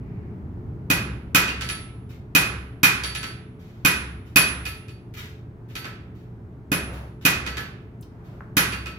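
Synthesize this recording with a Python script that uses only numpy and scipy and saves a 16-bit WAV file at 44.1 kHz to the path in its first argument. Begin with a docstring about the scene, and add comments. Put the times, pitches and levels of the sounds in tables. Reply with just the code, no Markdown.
"""A smith forges hot steel on an anvil in a brick workshop. At first a machine rumbles and hums while the
bar slides softly across the face. Then heavy blows fall, mostly in pairs: the stump thuds, the bar
clanks, the modes of the steel clang and the room reverberates. The rumble settles after the first blow.
Between blows the hammer drops lightly on the bare anvil, bounces and pings, and the tongs scrape.
Near the end come soft rustles as the smith moves, and a few small dry clicks."""
import sys
import numpy as np
from scipy import signal
from scipy.fft import rfft, irfft
from scipy.io import wavfile

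SR = 44100
rng = np.random.default_rng(int(sys.argv[2]) if len(sys.argv) > 2 else 0)


def generate_wav(signal):
    """Clip the signal to [-1, 1] and save it as 16-bit WAV at the path in sys.argv[1]."""
    frames = np.transpose(np.atleast_2d(signal))
    scaled = np.clip(frames, -1, 1) * 32767
    pcm = np.round(scaled).astype(np.int16)
    wavfile.write(sys.argv[1], SR, pcm)


N = 396018
RESPONSE_T = np.arange(int(.9 * SR)) / SR   # time axis of an impulse response, in seconds
BAND_EDGES_HZ = np.geomspace(22, 17500, 40)
BAND_CENTRES_HZ = np.sqrt(BAND_EDGES_HZ[1:] * BAND_EDGES_HZ[:-1])

# natural frequencies of hammer and anvil: pitch_hz
MODE_HZ = np.array([1316, 1492, 1528, 1715, 1795, 1947, 2395, 2474, 2506, 2763, 3052, 3284, 4497, 4560, 5575, 5782, 8512, 9498, 10160, 10481, 13143])
# spectra of the stump's thud, the steel's clank, a light tick and a soft hiss: frequency_hz, density_db
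THUD_SPECTRUM = [(30, -18), (60, -7), (100, 1), (170, 3.5), (290, -2), (380, -3), (520, -7.5), (800, -16.5),
                 (1500, -48.5)]
CLANK_SPECTRUM = [(200, -20.5), (450, -18.5), (750, -9), (1100, 1), (1500, 5), (1950, 1), (2300, 2.5),
                  (2800, -4.5), (4000, -18), (8000, -44)]
TICK_SPECTRUM = [(1000, -19.5), (2200, 10.5), (3400, 11.5), (4500, 7.5), (6200, 4.5), (8000, -1.5),
                 (9300, -24), (11000, -9.5), (13000, -16), (14200, -27.5), (16000, -39)]
HISS_SPECTRUM = [(300, -12), (550, 1), (900, -4), (1400, -7), (2200, -15.5), (3500, -28.5), (8000, -39.5),
                 (13000, -37), (16000, -38.5)]


def heavy_blows(room, modes, thud_db, push_db, boom_db, clank_db, crack_db, pan_db):
    """Impact excitation: the hammer hits the soft bar, the stump thuds, the struck steel rings."""
    # blows, each on its own spot: start_s, force_db, extra_clang_db, extra_ping_db
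    blows = [(.901, -4.5, 3, -0.5), (1.347, 1, -2, -3.5), (2.35, 0, 0.5, 3.5), (2.8318, 2, -0.5, -1.5),
             (3.849, -0.5, 1, 4.5), (4.359, 2, -2.5, 15.5), (6.717, -8.5, 0, 4), (7.251, -.5, -1, -7.5),
             (8.568, -.5, -5, 3.5)]
    # crack of the hammer face: frequency_hz, density_db
    crack_spectrum = [(1000, -19), (2200, -3.5), (3000, 2.5), (4000, 2.5), (6200, 3), (8200, -2.5),
                      (9200, -20), (11000, 2), (13000, 6), (16000, -14.5)]
    # excitation of each mode by a blow: gain_db
    mode_db = [-23.5, -18.5, -19, -23.5, -25, -18, -16, -11.5, -4, -21, -21, -20, -30, -13.5, -25, -15.5,
               -17, -25, -8.5, -3.5, -7.5]
    # the five registers and their growth with force: gain_db; growth_db_per_db
    register_db = [-17, -15, -24, -29.5, -29.5]
    growth = [0.79, 1.2, 1.1, 0.41, 0.53]
    out = np.zeros((2, N))
    thud = from_db(thud_db) * room_impulse(room, THUD_SPECTRUM)[0]
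    thud += from_db(push_db) * stump_push(low_hz=139, high_hz=281, t60_s=0.036)
    middle, treble = room_impulse(room, CLANK_SPECTRUM), room_impulse(room, crack_spectrum)
    for start_s, force_db, extra_clang_db, extra_ping_db in blows:
        clank, clang, crack, ping, zing = np.array(register_db) + force_db * np.array(growth)
        contact = blend_paths(from_db(clank + clank_db) * middle + from_db(crack + crack_db) * treble)
        ring = ringing(modes, mode_db, (clank, clang + extra_clang_db, crack, ping + extra_ping_db, zing))
        bass = thud + from_db(boom_db) * room_boom(pitch_hz=65.15, swell_s=.22)
        add(out, start_s, pan(contact + ring, pan_db) + bass)
    return out


def light_taps(room, modes, knock_db, clank_db, tick_db, pan_db):
    """Elastic impact on the bare face: a harder contact excites the high ping far more strongly."""
    # taps and bounces: start_s, strength_db, hardness_db, extra_clang_db, extra_zing_db
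    taps = [(1.479, 2.5, -2, 13.5, -6), (1.609, 1, 2.5, -6, -4), (1.688, 1, 5.5, -5, -4),
            (3.035, 2, 5.5, -12, -3), (3.149, -1.5, 6, -1.5, -10), (3.229, 1.5, -4, -4, -4),
            (4.653, -2.5, 4.5, 2.5, 3.5), (4.882, -19.5, 2.5, 3.5, 0), (5.753, -2, 1.5, -4.5, 4),
            (5.843, 0.5, -11, 0, -3), (7.463, 4, -5.5, 0, -4), (7.569, 4, -6, -5, 1.5),
            (8.722, 0, -4, 14, -4), (8.858, -1.5, -8.5, 13.5, -1)]
    # excitation of each mode by a tap: gain_db
    mode_db = [-10, -17.5, -11, -12.5, -13.5, -17, -17.5, -13.5, -1.5, -8.5, -27, -21.5, -18, -10.5, -41,
               -24, -23.5, -53, -4, -3, 0.5]
    # the five registers and their growth with hardness: gain_db; growth_db_per_db
    register_db = [-38, -42, -34.5, -55.5, -50]
    growth = [0, 1, 0.7, 3.5, 0.6]
    out = np.zeros((2, N))
    body = from_db(clank_db) * room_impulse(room, CLANK_SPECTRUM)
    body += from_db(knock_db) * room_impulse(room, THUD_SPECTRUM)
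    tick = from_db(tick_db) * room_impulse(room, TICK_SPECTRUM)
    for start_s, strength_db, hardness_db, extra_clang_db, extra_zing_db in taps:
        levels_db = np.array(register_db) + strength_db + hardness_db * np.array(growth)
        clank, clang, crack, ping, zing = levels_db
        contact = blend_paths(from_db(clank) * body + from_db(crack) * tick)
        ring = ringing(modes, mode_db, (clank, clang + extra_clang_db, crack, ping, zing + extra_zing_db))
        add(out, start_s, contact + ring)
    return pan(out, pan_db)


def steel_modes(room, wet, linger):
    """Free vibration: each normal mode is a damped sine, heard with its wavering reverberation."""
    # decay time of each mode: t60_s
    mode_t60_s = [0.84, 0.38, .45, 0.52, .4, 0.41, .26, 0.38, 0.29, 0.35, 0.27, 0.41, 0.32, 0.22, 0.36, .3,
                  0.3, 0.18, 0.63, 0.34, 0.53]
    response, modes = room[:, 0].sum(axis=0), []
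    for pitch_hz, t60_s in zip(MODE_HZ, mode_t60_s):
        phase = rng.uniform(0, np.pi, (2, 1))
        sine = np.sin(2 * np.pi * pitch_hz * RESPONSE_T + phase) * decay(t60_s)
        reverb = convolve(sine, response) * decay(linger * t60_s)
        ring = sine / sine.std() + wet * reverb / reverb.std(axis=1, keepdims=True)
        modes.append(ring / ring.std(axis=1, keepdims=True) * unit_onset(sine).std())
    return np.array(modes)


def ringing(modes, mode_db, register_db):
    """Modal superposition: the point of impact sets how strongly each register and mode is excited."""
    register_edges_hz = [2200, 3150, 9850, 10320]   # between clank, clang, crack, ping and zing
    register = np.searchsorted(register_edges_hz, MODE_HZ)
    scatter_db = 3.0 * rng.standard_normal(len(MODE_HZ))
    gains = from_db(np.array(mode_db) + np.array(register_db)[register] + scatter_db)
    return np.tensordot(gains, modes, axes=1)


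def stump_push(low_hz, high_hz, t60_s):
    """Heavily damped oscillation: the anvil drives its stump down, which swings at two frequencies."""
    swing = np.sin(2 * np.pi * low_hz * RESPONSE_T) - np.sin(2 * np.pi * high_hz * RESPONSE_T)
    return unit_onset(swing * decay(t60_s))


def room_boom(pitch_hz, swell_s):
    """Resonance: a low room mode swells a moment after a heavy blow."""
    swell = (RESPONSE_T / swell_s) ** 2
    phase = rng.uniform(0, 2 * np.pi)
    return np.sin(2 * np.pi * pitch_hz * RESPONSE_T + phase) * swell * np.exp(1 - swell)


def tong_scrapes(room):
    """Rough friction: as the tongs turn the bar, a grainy force drives the response of the contact."""
    # scrapes on the anvil: start_s, decay_s, level_db
    scrapes = [(2.089, .036, -57), (3.59, 0.24, -59), (4.25, 0.065, -62.5), (5.137, 0.0068, -52.5),
               (5.164, 0.056, -42.5), (5.682, 0.11, -56.5), (6.148, 0.068, -65.5), (6.924, 0.07, -53),
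               (7.21, 0.039, -54.5), (8.238, 0.11, -63)]
    # bright grit: frequency_hz, density_db
    grit_spectrum = [(2000, -27.5), (5000, -11), (7500, -12), (9300, -14.5), (12500, 8.5), (16000, -2.5)]
    # shares of clank, tick and grit: gain_db
    mix_db = [-0.5, -1, -7]
    out = np.zeros((2, N))
    spectra = (CLANK_SPECTRUM, TICK_SPECTRUM, grit_spectrum)
    paths = sum(from_db(db) * room_impulse(room, spectrum) for db, spectrum in zip(mix_db, spectra))
    for start_s, decay_s, level_db in scrapes:
        grain = from_db(level_db) * blend_paths(paths) * decay(t60_s=2.2)
        add(out, start_s, convolve(grain, crunch(decay_s)))
    return out


def crunch(decay_s):
    """Brittle fracture: crushed scale gives uneven force pulses that die away, of unit total energy."""
    grains = rng.standard_normal(SR // 4) ** 3 * np.exp(-RESPONSE_T[:SR // 4] / decay_s)
    return grains / np.linalg.norm(grains)


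def clicks(room, log_half_width, room_db):
    """Band-limited transients: brief gritty contacts, each followed by its reflections."""
    # clicks and chinks: start_s, level_db, pitch_hz, decay_s
    contacts = [(8.01, -63, 10600, 0.016), (8.026, -63, 3900, 0.0081), (8.407, -48.5, 1100, 0.00021)]
    out = np.zeros((2, N))
    for start_s, level_db, pitch_hz, decay_s in contacts:
        band_hz = pitch_hz * np.exp([-log_half_width, log_half_width])
        pulse = band_pass(crunch(decay_s) + 1e-18, band_hz, order=3)
        echo = convolve(pulse, blend_paths(room.sum(axis=0)))
        add(out, start_s, from_db(level_db) * unit_onset(pulse[None]))
        add(out, start_s, from_db(level_db + room_db) * unit_onset(echo))
    return out


def bar_slide(peak_s, spread_s, level_db):
    """Sliding friction: the bar drawn across the face makes a soft band of noise."""
    # steel rubbing on steel: frequency_hz, density_db
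    rub_spectrum = [(1400, -18), (1900, 0), (2350, -1), (2800, -9), (3300, -24), (4500, -22), (6000, -30)]
    return stroke(peak_s, spread_s, level_db) * steady_noise(rub_spectrum)


def rustling():
    """Amplitude modulation: dull noise swells and fades as the smith moves."""
    # movements: peak_s, spread_s, level_db
    rustles = [(6.96, 0.13, -44), (8.33, 0.22, -54.5)]
    return sum(stroke(*row) for row in rustles) * steady_noise(HISS_SPECTRUM)


def workshop(direct_db, direct_t60_s, rise_s, early_db, early_t60_s, wall_delay_s,
             slap_db, slap_s, slap_spread_s, paths):
    """Reverberation: direct sound, a slap off the nearest wall, early echoes and tail add in energy."""
    # reverberation time: frequency_hz, t60_s
    room_t60 = [(60, 1), (150, 0.84), (300, 0.73), (700, .75), (1500, 0.64), (3000, 0.59), (6000, 0.41),
                (10000, .38), (15000, 0.1)]
    white, bands = rng.standard_normal((2, 2, paths, 1, len(RESPONSE_T))), []
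    build_up = 1 - np.exp(-(RESPONSE_T / wall_delay_s) ** 4)
    direct = from_db(direct_db) * decay(direct_t60_s) * (1 - np.exp(-RESPONSE_T / rise_s))
    slap = from_db(slap_db) * np.exp(-((RESPONSE_T - slap_s) / slap_spread_s) ** 2)
    early = from_db(early_db) * decay(early_t60_s)
    for k, hz in enumerate(BAND_CENTRES_HZ):
        tail = decay(at_hz(room_t60, hz))
        envelope = np.sqrt(direct ** 2 + slap ** 2 + build_up * (early ** 2 + tail ** 2))
        band = band_pass(stereo_noise(hz, *white[k % 2]) * envelope, BAND_EDGES_HZ[k:k + 2], order=2)
        energy = np.sum(band ** 2, axis=(1, 2), keepdims=True)
        bands.append(band * np.sqrt(hz / energy))   # equal energy per hertz
    return np.array(bands)   # axes: band, path, channel, time


def machine(rumble_db, hiss_db, start_extra_db, hiss_share, hold_s, settle_s, phase_wander):
    """Broadband noise plus a line spectrum: rumble and hiss settle together under a wandering hum."""
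    # low rumble: frequency_hz, density_db
    rumble_spectrum = [(20, -29), (35, -11.5), (70, -2.5), (110, 0.5), (180, -7.5), (260, -10.5),
                       (330, -14), (430, -15.5), (500, -34), (900, -32)]
    # hum lines: pitch_hz, level_db
    hum_lines = [(118.6, -45.5), (183, -54.5), (350, -58.5), (431, -59)]
    t = np.arange(N) / SR
    extra_db = start_extra_db * np.exp(-np.maximum(t - hold_s, 0) / settle_s)
    out = from_db(rumble_db + extra_db) * steady_noise(rumble_spectrum)
    out += from_db(hiss_db + hiss_share * extra_db) * steady_noise(HISS_SPECTRUM)
    for pitch_hz, level_db in hum_lines:
        drift = phase_wander * np.cumsum(rng.standard_normal(N)) / np.sqrt(SR)
        out += np.sqrt(2) * from_db(level_db) * np.sin(2 * np.pi * pitch_hz * t + drift)
    return out


def room_impulse(room, spectrum):
    """Linear filtering: weighting the room's bands gives a click of this spectrum on every path."""
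    return unit_onset(np.tensordot(from_db(at_hz(spectrum, BAND_CENTRES_HZ)), room, axes=1))


def blend_paths(paths):
    """Superposition: each spot that is hit radiates into its own random blend of paths."""
    blend = rng.standard_normal(len(paths))
    return np.tensordot(blend / np.linalg.norm(blend), paths, axes=1)


def steady_noise(spectrum):
    """Spectral shaping: white noise becomes stereo noise of this spectrum, rms 1."""
    hz = np.arange(1, N // 2 + 2) * SR / N
    mid, side = rfft(rng.standard_normal((2, N)))
    roll_off = np.minimum(1, hz / spectrum[0][0]) ** 2 * np.minimum(1, spectrum[-1][0] / hz) ** 4
    noise = irfft(stereo_noise(hz, mid, side) * from_db(at_hz(spectrum, hz)) * roll_off, N)
    return noise / noise.std()


def stereo_noise(hz, mid, side):
    """Spatial coherence: left and right are alike in the bass, nearly unrelated in the treble."""
    # likeness of left and right: frequency_hz, correlation
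    coherence = [(60, 0.98), (200, 0.96), (400, 0.86), (700, 0.42), (1200, -0.062), (2500, -0.2),
                 (5000, -0.017), (15000, -0.045)]
    alike = at_hz(coherence, hz)
    return np.sqrt(1 + alike) * mid + np.sqrt(1 - alike) * side * np.array([[1], [-1]])


def stroke(peak_s, spread_s, level_db):
    """Gaussian envelope of a smooth movement."""
    return from_db(level_db) * np.exp(-((np.arange(N) / SR - peak_s) / spread_s) ** 2)


def decay(t60_s):
    """Exponential damping, 60 dB down after t60_s."""
    return np.exp(-np.log(1000) * RESPONSE_T / t60_s)


def from_db(db):
    """Decibels to amplitude ratio."""
    return 10 ** (np.asarray(db) / 20)


def at_hz(points, hz):
    """Interpolation on a log-frequency axis."""
    frequencies_hz, values = np.array(points).T
    return np.interp(np.log(hz), np.log(frequencies_hz), values)


def unit_onset(x):
    """Normalisation of each channel to rms 1 over its first 50 ms."""
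    return x / np.sqrt(np.mean(x[..., :SR // 20] ** 2, axis=-1, keepdims=True))


def band_pass(x, edges_hz, order):
    """Maximally flat filtering between two edges."""
    return signal.sosfilt(signal.butter(order, edges_hz, "band", fs=SR, output="sos"), x)


def convolve(a, b):
    """Convolution: one short response passed through another."""
    return signal.fftconvolve(np.atleast_2d(a), np.atleast_2d(b), axes=1)[:, :len(RESPONSE_T)]


def pan(sound, pan_db):
    """Level difference between the ears, left minus right."""
    return sound * from_db([[pan_db / 2], [-pan_db / 2]])


def add(out, start_s, sound):
    """Superposition of a sound on the mix at start_s."""
    start = int(start_s * SR)
    out[:, start:start + sound.shape[1]] += sound[:, :N - start]


def scene():
    """Superposition of all sources; blows, taps, scrapes and clicks share one room response."""
    room = workshop(direct_db=9, direct_t60_s=0.031, rise_s=0.00059,
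                    early_db=3, early_t60_s=0.19, wall_delay_s=.009,
                    slap_db=1.5, slap_s=0.012, slap_spread_s=0.0033, paths=3)
    modes = steel_modes(room, wet=2.1, linger=2.6)
    blows = heavy_blows(room, modes, thud_db=-27.5, push_db=-26, boom_db=-34,
                        clank_db=-3.0, crack_db=3.5, pan_db=-3)
    taps = light_taps(room, modes, knock_db=-8, clank_db=-2.5, tick_db=-4.5, pan_db=-2.5)
    handling = tong_scrapes(room) + clicks(room, log_half_width=0.4, room_db=-1.5)
    handling += bar_slide(peak_s=0.16, spread_s=0.24, level_db=-63.5) + rustling()
    background = machine(rumble_db=-41.5, hiss_db=-58.5, start_extra_db=7, hiss_share=0.4,
                         hold_s=1, settle_s=.8, phase_wander=3.0)
    return blows + taps + handling + background


def record(dry):
    """Soft saturation rounds the highest peaks; a steep low-pass cuts the top of the treble."""
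    cutoff_hz = 15850
    return signal.sosfilt(signal.ellip(10, .2, 80, cutoff_hz, fs=SR, output="sos"), np.tanh(dry))


dry = scene()
out = record(dry)
generate_wav(out)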